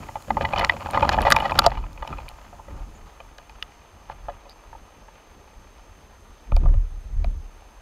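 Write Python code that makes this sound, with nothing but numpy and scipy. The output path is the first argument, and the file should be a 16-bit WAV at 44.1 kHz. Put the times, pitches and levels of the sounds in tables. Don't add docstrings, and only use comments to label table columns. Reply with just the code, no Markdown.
import sys
import numpy as np
from scipy import signal
from scipy.io import wavfile
from scipy.ndimage import uniform_filter1d

SR = 44100
rng = np.random.default_rng(int(sys.argv[2]) if len(sys.argv) > 2 else 0)


def log_audio(samples):
    frames = np.atleast_2d(samples).T
    limited = np.clip(frames, -1, 1)
    pcm = np.round(limited * 32767).astype(np.int16)
    wavfile.write(sys.argv[1], SR, pcm)


N = 344421

# t/s, low-mode peak/dB, low f/Hz, upper re low/dB, upper f/Hz, contact/ms
BLOWS = [(0.087, -24.5, 877, -9, 1970, 0.94), (0.155, -17, 805, -15.5, 2270, 1.7),
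         (0.164, -28, 820, -14, 1800, 1.9), (0.281, -30.5, 540, -9, 1630, 1.1),
         (0.304, -7, 823, -10.5, 1900, 1.45), (0.368, -9.5, 880, -15.5, 2150, 1.7),
         (0.409, -12, 777, -5.5, 1730, 1.4), (0.441, -16, 894, -31, 1640, 2.1),
         (0.448, -12, 915, 1.5, 1970, 3.2), (0.508, -26, 856, -8, 2020, 1.3),
         (0.534, -10.5, 800, -5.5, 2470, 1.4), (0.559, -18, 770, -5, 2440, 2.1),
         (0.576, -16.5, 940, 0, 3050, 1.7), (0.593, -19.5, 820, 2, 3100, 1.9),
         (0.61, -12.5, 723, -2, 1850, 1.06), (0.628, -12.5, 905, -8, 1940, 0.94),
         (0.646, -17.5, 837, 11, 2230, 0.5), (0.695, -10.5, 920, 9.5, 1890, 1.16),
         (0.738, -27, 552, -17, 3000, 2.7), (0.859, -18.5, 880, -9.5, 1620, 0.85),
         (0.887, -17.5, 848, -31, 1730, 1.5), (0.933, -15, 860, -13, 2470, 1.3),
         (0.944, -11.5, 830, -7, 1540, 1.8), (0.973, -4, 896, -13, 1990, 1.1),
         (1.025, -4.5, 920, -9.5, 2470, 2), (1.067, -27, 920, -22, 1960, 1.9),
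         (1.091, -7.5, 870, 0, 1730, 0.79), (1.12, -14.5, 1130, -7, 2400, 1.4),
         (1.143, -10.5, 840, -20, 2470, 1.1), (1.177, -8, 680, -31, 1600, 1.2),
         (1.186, -5, 790, -10.5, 1670, 0.99), (1.193, -14, 840, -14, 2420, 1.4),
         (1.225, -18, 880, -0.5, 2500, 1.8), (1.25, -7.5, 750, -9, 1950, 2.1),
         (1.266, -3, 840, -9, 1990, 3.7), (1.304, -9.5, 1280, 1, 1730, 0.61),
         (1.312, -15, 1360, 6, 1770, 0.87), (1.32, -3, 1320, 7, 1840, 0.84),
         (1.344, -11.5, 883, -9.5, 1850, 1.5), (1.364, -5, 890, 0, 2220, 1.2),
         (1.401, -12.5, 910, -4.5, 2620, 2), (1.423, -12.5, 800, -20, 1740, 1.1),
         (1.445, -16, 820, -13, 1990, 1.3), (1.452, -10.5, 787, -6.5, 1980, 2.9),
         (1.494, -20, 1220, 2, 1820, 2), (1.519, -9, 950, -8.5, 2460, 1.2),
         (1.588, -1, 1350, -1.5, 3460, 1.18), (1.64, -16, 1130, -5, 2970, 1.5),
         (1.647, -11, 864, -14, 2770, 2.6), (1.664, 3, 698, -20, 1780, 0.51),
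         (1.717, -20.5, 825, -0.5, 1900, 0.9), (1.772, -23, 950, -4.5, 2660, 2.1),
         (1.838, -26.5, 946, -9.5, 2470, 1.3), (1.976, -34, 832, 1.5, 2470, 0.98),
         (2.023, -17.5, 930, -9.5, 1830, 1.9), (2.05, -24, 870, -26, 1780, 0.61),
         (2.074, -26, 860, -0.5, 2720, 1.3), (2.126, -21.5, 1350, -8.5, 2510, 2),
         (2.184, -24, 859, -6, 2280, 1.26), (2.282, -39, 870, 10, 2560, 1.1),
         (2.528, -33, 670, -17.5, 1680, 1.6), (2.592, -29, 940, -23, 1670, 3.6),
         (2.681, -31, 557, -13.5, 1950, 1.7), (3.202, -32, 750, 0, 2470, 1.2),
         (3.384, -35, 604, 2.5, 1600, 0.86), (3.495, -39, 870, 2.5, 2380, 1.3),
         (3.625, -30, 1190, 15, 3130, 0.5), (4.098, -23, 844, -9, 1600, 0.98),
         (4.284, -21, 744, -16, 1580, 1.4), (4.295, -32, 570, -3, 1610, 3.5),
         (4.453, -39, 580, -10, 2340, 3.3), (4.729, -31.5, 869, -12, 1660, 0.97),
         (4.75, -32.5, 835, -21, 2280, 1.1), (5.083, -39, 870, -6, 1620, 2),
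         (6.519, -21, 615, -11, 2400, 0.69), (6.565, -20, 673, -10, 2450, 0.72),
         (6.634, -34, 514, -13, 2520, 1.5), (6.656, -23, 667, -19, 1670, 1.5),
         (6.688, -32.5, 533, -9, 1820, 1.5), (6.739, -32, 584, -8.5, 1770, 1.5),
         (7.244, -23, 653, -7, 2430, 0.5)]
# f/Hz, t60/s, gain/dB
BAR_MODES = [(560.6, 0.063, -1.5), (702.4, 0.084, -6), (810.5, 0.027, 2.5), (893, 0.055, -1),
             (1012, 0.049, -4), (1218.5, 0.056, 0), (1347, 0.042, -8.5), (1680, 0.017, 2.5),
             (1986, 0.029, -2.5), (2455, 0.018, 3), (2988, 0.025, -1), (3400, 0.025, -7),
             (3850, 0.023, -10.5), (4400, .015, -6.5), (4950, 0.0052, -8.5)]
# f/Hz, t60/s, gain/dB
BOX_MODES = [(64.8, 0.055, 0), (83.4, 0.11, -0.5), (125.4, 0.3, -9.5), (143.5, 0.061, -0.5),
             (199, 0.046, -4.5), (272.4, 0.06, -11)]
# t/s, body peak/dB, treble re body/dB, t60/ms
CRACK_HITS = [(0.2229, -39, 0, 9.5), (0.306, -37, -12, 7), (0.4209, -35, -15, 9.9), (0.454, -31, -14, 8),
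              (0.5346, -32, -18, 9.6), (0.5836, -19, -19, 14), (0.594, -21, -9, 18),
              (0.6475, -11, -19, 4.5), (0.9093, -29.5, 3.5, 5.4), (1.0916, -7.5, -17.5, 11),
              (1.1274, -23, -12, 10), (1.218, -20, -2, 5.7), (1.2535, -30, -10, 8),
              (1.3028, -12.5, -1.5, 8.9), (1.313, -16, 3, 8), (1.3219, -0.5, -29.5, 16),
              (1.3628, -14, -8, 10), (1.401, -31, -1, 8), (1.4566, -27, -14, 8), (1.511, -28, -11, 10),
              (1.5905, 5.5, -12, 9.4), (1.6417, -25, -9, 8.5), (1.663, -5, -18, 13.4),
              (1.7789, -39, -14.5, 9.1), (1.93, -41, -2, 8.7), (2.0752, -31, -9, 12),
              (2.2886, -27.5, -2, 5.7), (3.382, -35, -14, 8), (3.495, -41, -11.5, 8),
              (3.6262, -24, -13, 6.3), (4.4954, -35.5, -8.5, 8), (6.5196, -47.5, -4.5, 8),
              (6.564, -25, -9, 8), (7.2434, -35, -12, 8)]
# f/Hz, width/Hz, gain/dB
CRACK_MODES = [(4220, 1000, 16), (4500, 1000, -13.5), (4610, 1650, 14.5), (6700, 380, 9.5)]
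# t/s, length/s, level/dB, upper-mode gain/dB
DRAGS = [(0.406, 0.027, -36.5, -4), (0.557, 0.065, -33.5, -8), (0.932, 0.041, -32.5, -8.5),
         (1.019, 0.039, -26, -26), (1.114, 0.035, -31, 1), (1.249, 0.04, -28, -6), (1.4, 0.081, -38.5, 0.5),
         (1.632, 0.033, -27, -14.5), (2.698, .16, -52, -27), (4.104, 0.023, -49, -7)]
# t/s, patter/dB, box thud/dB, stand sway/dB
HANDLING = [(0, -44, -43, -43.5), (.26, -52.5, -48, -50), (.32, -45.5, -30.5, -62), (.52, -36, -31.5, -47),
            (.6, -27, -29, -31), (.7, -37, -36, -42), (.88, -37.5, -38, -65), (1.03, -25, -21.5, -31),
            (1.27, -30.5, -28.5, -32), (1.66, -32, -29.5, -37), (1.78, -44.5, -37.5, -32),
            (1.95, -50.5, -54, -37.5), (2.11, -41.5, -33.5, -42), (2.28, -46.5, -50, -40.5),
            (2.66, -54.5, -49.5, -50), (2.73, -51.5, -38, -36), (2.9, -54, -44.5, -36.5),
            (3.09, -53, -56.5, -48), (4.06, -55.5, -58.5, -51.5), (4.3, -52, -57.5, -40),
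            (4.55, -55.5, -59, -49), (6.45, -58.5, -59.5, -52.5), (6.53, -60, -39, -27.5),
            (6.72, -57.5, -36, -30), (6.92, -61.5, -68, -39), (7.14, -61.5, -55, -36.5),
            (7.22, -60.5, -44, -31), (7.42, -62, -57, -38.5), (7.56, -57, -70, -47.5)]
# t/s, rocking gain/dB, f/Hz, t60/s, thump peak/dB
STAND_SHOVES = [(6.509, -32, 31.4, .3, -37), (6.523, -1.5, 32.1, 0.39, -19), (6.633, -35.5, 32, 0.25, -17),
                (6.649, -4, 32.6, 0.55, -16), (6.677, -16.5, 34.9, 0.38, -23),
                (6.753, 0.5, 37.3, 0.18, -30), (7.165, -6, 34.3, 0.27, -42),
                (7.22, -16.5, 33.8, 0.69, -36.5), (7.278, -9, 31.7, 0.072, -39.5)]
# t/s, level/dB
SLIDE_LEVELS = [(0, -58), (1.24, -54), (1.66, -55.5), (1.76, -65), (2.15, -61.5), (4.0, -73.5)]
# t/s, length/s, f/Hz, width/Hz, throb/Hz, level/dB
SQUEAK_EVENTS = [(2.948, 0.032, 6900, 490, 90.6, -60.5), (4.491, 0.04, 4730, 350, 142, -55)]
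# f/Hz, band gain/dB
COLONY_SPECTRUM = [(53, -33), (90, -3), (173, -61), (215, -1), (273, -4), (431, -1.5), (481, 1.5),
                   (536, -36.5), (777, 40.5), (885, -6.5), (5880, -21), (6420, -34), (7800, -19.5),
                   (14700, -35.5), (16400, -51)]
# f/picture rate, duty/1, level/dB
WHINE_TONES = [(210.5, .93, -64), (286, .16, -68), (421, 1, -78)]

UPPER_HZ = 1550
LN_1000 = np.log(1000)


def undb(db):
    return 10 ** (np.asarray(db) / 20)


def level(x, rms_db):
    return x * undb(rms_db) / np.sqrt(np.mean(x ** 2))


def peak(x, peak_db):
    return x * undb(peak_db) / np.abs(x).max()


def band(x, hz, *widths_hz):
    for width_hz in widths_hz:
        x = signal.lfilter(*signal.iirpeak(hz, hz / width_hz, fs=SR), x)
    return x


def walk(rate_hz):
    hold = int(SR / rate_hz)
    return 0.5 * uniform_filter1d(np.repeat(rng.standard_normal(N // hold + 1), hold), hold)[:N]


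def add(out, start_s, x):
    i = int(start_s * SR)
    out[i:i + len(x)] += x[:N - i]


def knocks(scatter_db=2.5, detune=.015, roughness=0.28, grain_hz=200):
    out, t = np.zeros(N), np.arange(6144) / SR
    hz, t60_s, mode_db = (column[:, None] for column in np.transpose(BAR_MODES))
    upper = hz[:, 0] > UPPER_HZ
    draws = rng.standard_normal((len(BLOWS), 3, len(BAR_MODES), 1))
    lowpass = signal.butter(4, grain_hz, fs=SR, output="sos")
    grains = signal.sosfilt(lowpass, rng.standard_normal((len(BLOWS), len(t))))
    for blow, (scatter, mistune, phase), grain in zip(BLOWS, draws, grains / grains.std()):
        start_s, peak_db, low_hz, upper_db, upper_hz, contact_ms = blow
        away_oct = np.abs(np.log2(hz / np.where(hz > UPPER_HZ, upper_hz, low_hz)))
        gain = undb(mode_db - np.minimum(50 * away_oct, 14) + scatter_db * scatter)
        rise = (1 - np.exp(-t * 1000 / contact_ms)) ** 2
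        fade = np.exp(-LN_1000 * t / (t60_s * 0.68 * contact_ms ** 0.42))
        tones = np.sin(2 * np.pi * hz * (1 + detune * mistune) * t + 3 * phase)
        ring = gain * rise * fade * (1 + roughness * grain) * tones
        bars = peak(ring[~upper].sum(0), 0) + peak(ring[upper].sum(0), upper_db)
        add(out, start_s, undb(peak_db) * (bars + thump(t, -17)))
    return out


def thump(t, peak_db, rise_s=.0027):
    ring = sum(undb(db) * np.exp(-LN_1000 * t / t60_s) * np.sin(2 * np.pi * hz * t)
               for hz, t60_s, db in BOX_MODES)
    return peak(ring * (1 - np.exp(-t / rise_s)), peak_db)


def cracks(rise_s=0.00023):
    out, t = np.zeros(N), np.arange(2048) / SR
    for start_s, peak_db, treble_db, t60_ms in CRACK_HITS:
        envelope = (1 - np.exp(-t / rise_s)) * np.exp(-LN_1000 * t * 1000 / t60_ms)
        burst = rng.standard_normal(len(t)) * envelope
        body = sum(undb(db) * band(burst, hz, 2 * width_hz, width_hz)
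                   for hz, width_hz, db in CRACK_MODES)
        treble = band(burst, 9600, 6500, 6500)
        add(out, start_s, peak(body, peak_db) + peak(treble, peak_db + treble_db))
    return out


def scrapes():
    out = np.zeros(N)
    for start_s, length_s, level_db, upper_db in DRAGS:
        t = np.arange(int(length_s * SR)) / SR
        friction = rng.standard_normal(16384)[:len(t)] * np.sin(np.pi * t / length_s) ** .5
        drag = np.pad(friction, (0, 2048))
        rasp = sum(level(band(drag, hz, 12 / t60_s, 2.4 / t60_s), db + upper_db * (hz > UPPER_HZ))
                   for hz, t60_s, db in BAR_MODES)
        add(out, start_s, level(rasp, level_db))
    return out


def patter(low_db, rate_hz=200, scatter_db=4):
    hits = rng.random(N) < rate_hz / SR
    size_db = 3.1 * np.minimum(rng.exponential(size=N), 4)
    crawl = 1.2 * np.clip((-30 - low_db) / 10, .3, 2.5)
    low, upper = 0, 0
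    for hz, t60_s, db in BAR_MODES:
        ticks = hits * undb(size_db + scatter_db * rng.standard_normal(N))
        contact = uniform_filter1d(uniform_filter1d(ticks, size=130), size=130)
        force = (contact + crawl * contact.mean()) / (1 + crawl) * rng.standard_normal(N)
        ring = level(band(force, hz, 8.4 / t60_s, 13.5 / t60_s), db)
        if hz > UPPER_HZ:
            upper += ring
        else:
            low += ring
    upper_db = -7 - 0.14 * (low_db + 49.5)
    return undb(low_db) * (level(low, 0) + level(upper, upper_db))


def shoves(rise_s=0.017, overtone_ratio=2.1, overtone_db=-9):
    out, t = np.zeros(N), np.arange(SR) / SR
    for start_s, rock_db, hz, t60_s, thump_db in STAND_SHOVES:
        envelope = (1 - np.exp(-t / rise_s)) * np.exp(-LN_1000 * t / t60_s)
        phase = 2 * np.pi * hz * t
        rock = envelope * (np.sin(phase) + undb(overtone_db) * np.sin(overtone_ratio * phase))
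        add(out, start_s, thump(t, thump_db) - undb(rock_db) * rock)
    return out


def sway(base_db, wander_db=8):
    gain = undb(base_db + wander_db * walk(18))
    rumble = band(band(rng.standard_normal(N), 45, 31), 35.3, 27)
    return gain * level(rumble, 0)


def thuds(level_db):
    jolts = rng.standard_normal(N) * undb(9.7 * walk(31))
    box = sum(level(band(jolts, hz, 5 / t60_s, 4 / t60_s), db) for hz, t60_s, db in BOX_MODES)
    return level(box, level_db)


def slide(hump_hz=6900, width_hz=1300):
    noise = rng.standard_normal(N)
    hump = band(noise, hump_hz, width_hz, width_hz)
    shoulders = undb(-7) * band(noise, 9500, 8900) + undb(-4) * band(noise, 5500, 1500)
    return level(hump + shoulders, np.interp(np.arange(N) / SR, *np.transpose(SLIDE_LEVELS)))


def squeaks():
    out = np.zeros(N)
    for start_s, length_s, hz, width_hz, throb_hz, level_db in SQUEAK_EVENTS:
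        t = np.arange(int(length_s * SR)) / SR
        rasp = band(rng.standard_normal(len(t)), hz, width_hz, width_hz)
        throb = np.sin(np.pi * throb_hz * t) ** 2
        envelope = np.sin(np.pi * t / length_s) ** .5
        add(out, start_s, level(rasp * throb * envelope, level_db))
    return out


def colony(level_db=-56, swell_db=0.3, flicker_db=3):
    out, swell = 0, walk(21)
    curve_hz, curve_db = np.transpose(COLONY_SPECTRUM)
    for hz in 110 * 2 ** np.arange(0, 7.4, .5):
        band_db = np.interp(np.log(hz), np.log(curve_hz), curve_db)
        gain = undb(band_db + swell_db * swell + flicker_db * walk(17))
        out += gain * band(rng.standard_normal(N), hz, hz / 2, hz / 2)
    return level(out, level_db)


def whine(picture_hz=30000 / 1001, sync_s=7.606):
    cycle = (np.arange(N) / SR - sync_s) * picture_hz % 1
    return sum(undb(db) * (cycle < duty) * np.sin(2 * np.pi * multiple * cycle)
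               for multiple, duty, db in WHINE_TONES)


def scene():
    times_s, *curves_db = np.transpose(HANDLING)
    patter_db, thud_db, sway_db = (np.interp(np.arange(N) / SR, times_s, db) for db in curves_db)
    bars = knocks() + scrapes() + cracks() + patter(patter_db)
    stand = shoves() + sway(sway_db) + thuds(thud_db)
    return (bars + stand + slide() + squeaks() + colony() + whine())[None]


def record(dry, threshold_db=-42, strength=.05, recovery_s=.4, cutoff_hz=15500):
    clatter = band(dry, 870, 1100) ** 2
    step = 1 / (recovery_s * SR)
    power = signal.lfilter([step], [1, step - 1], clatter)
    gain = (1 + power / undb(threshold_db) ** 2) ** -strength
    lowpass = signal.ellip(8, .2, 70, cutoff_hz, fs=SR, output="sos")
    return signal.sosfilt(lowpass, np.clip(dry * gain, -.9, .9))


dry = scene()
out = record(dry)
log_audio(out)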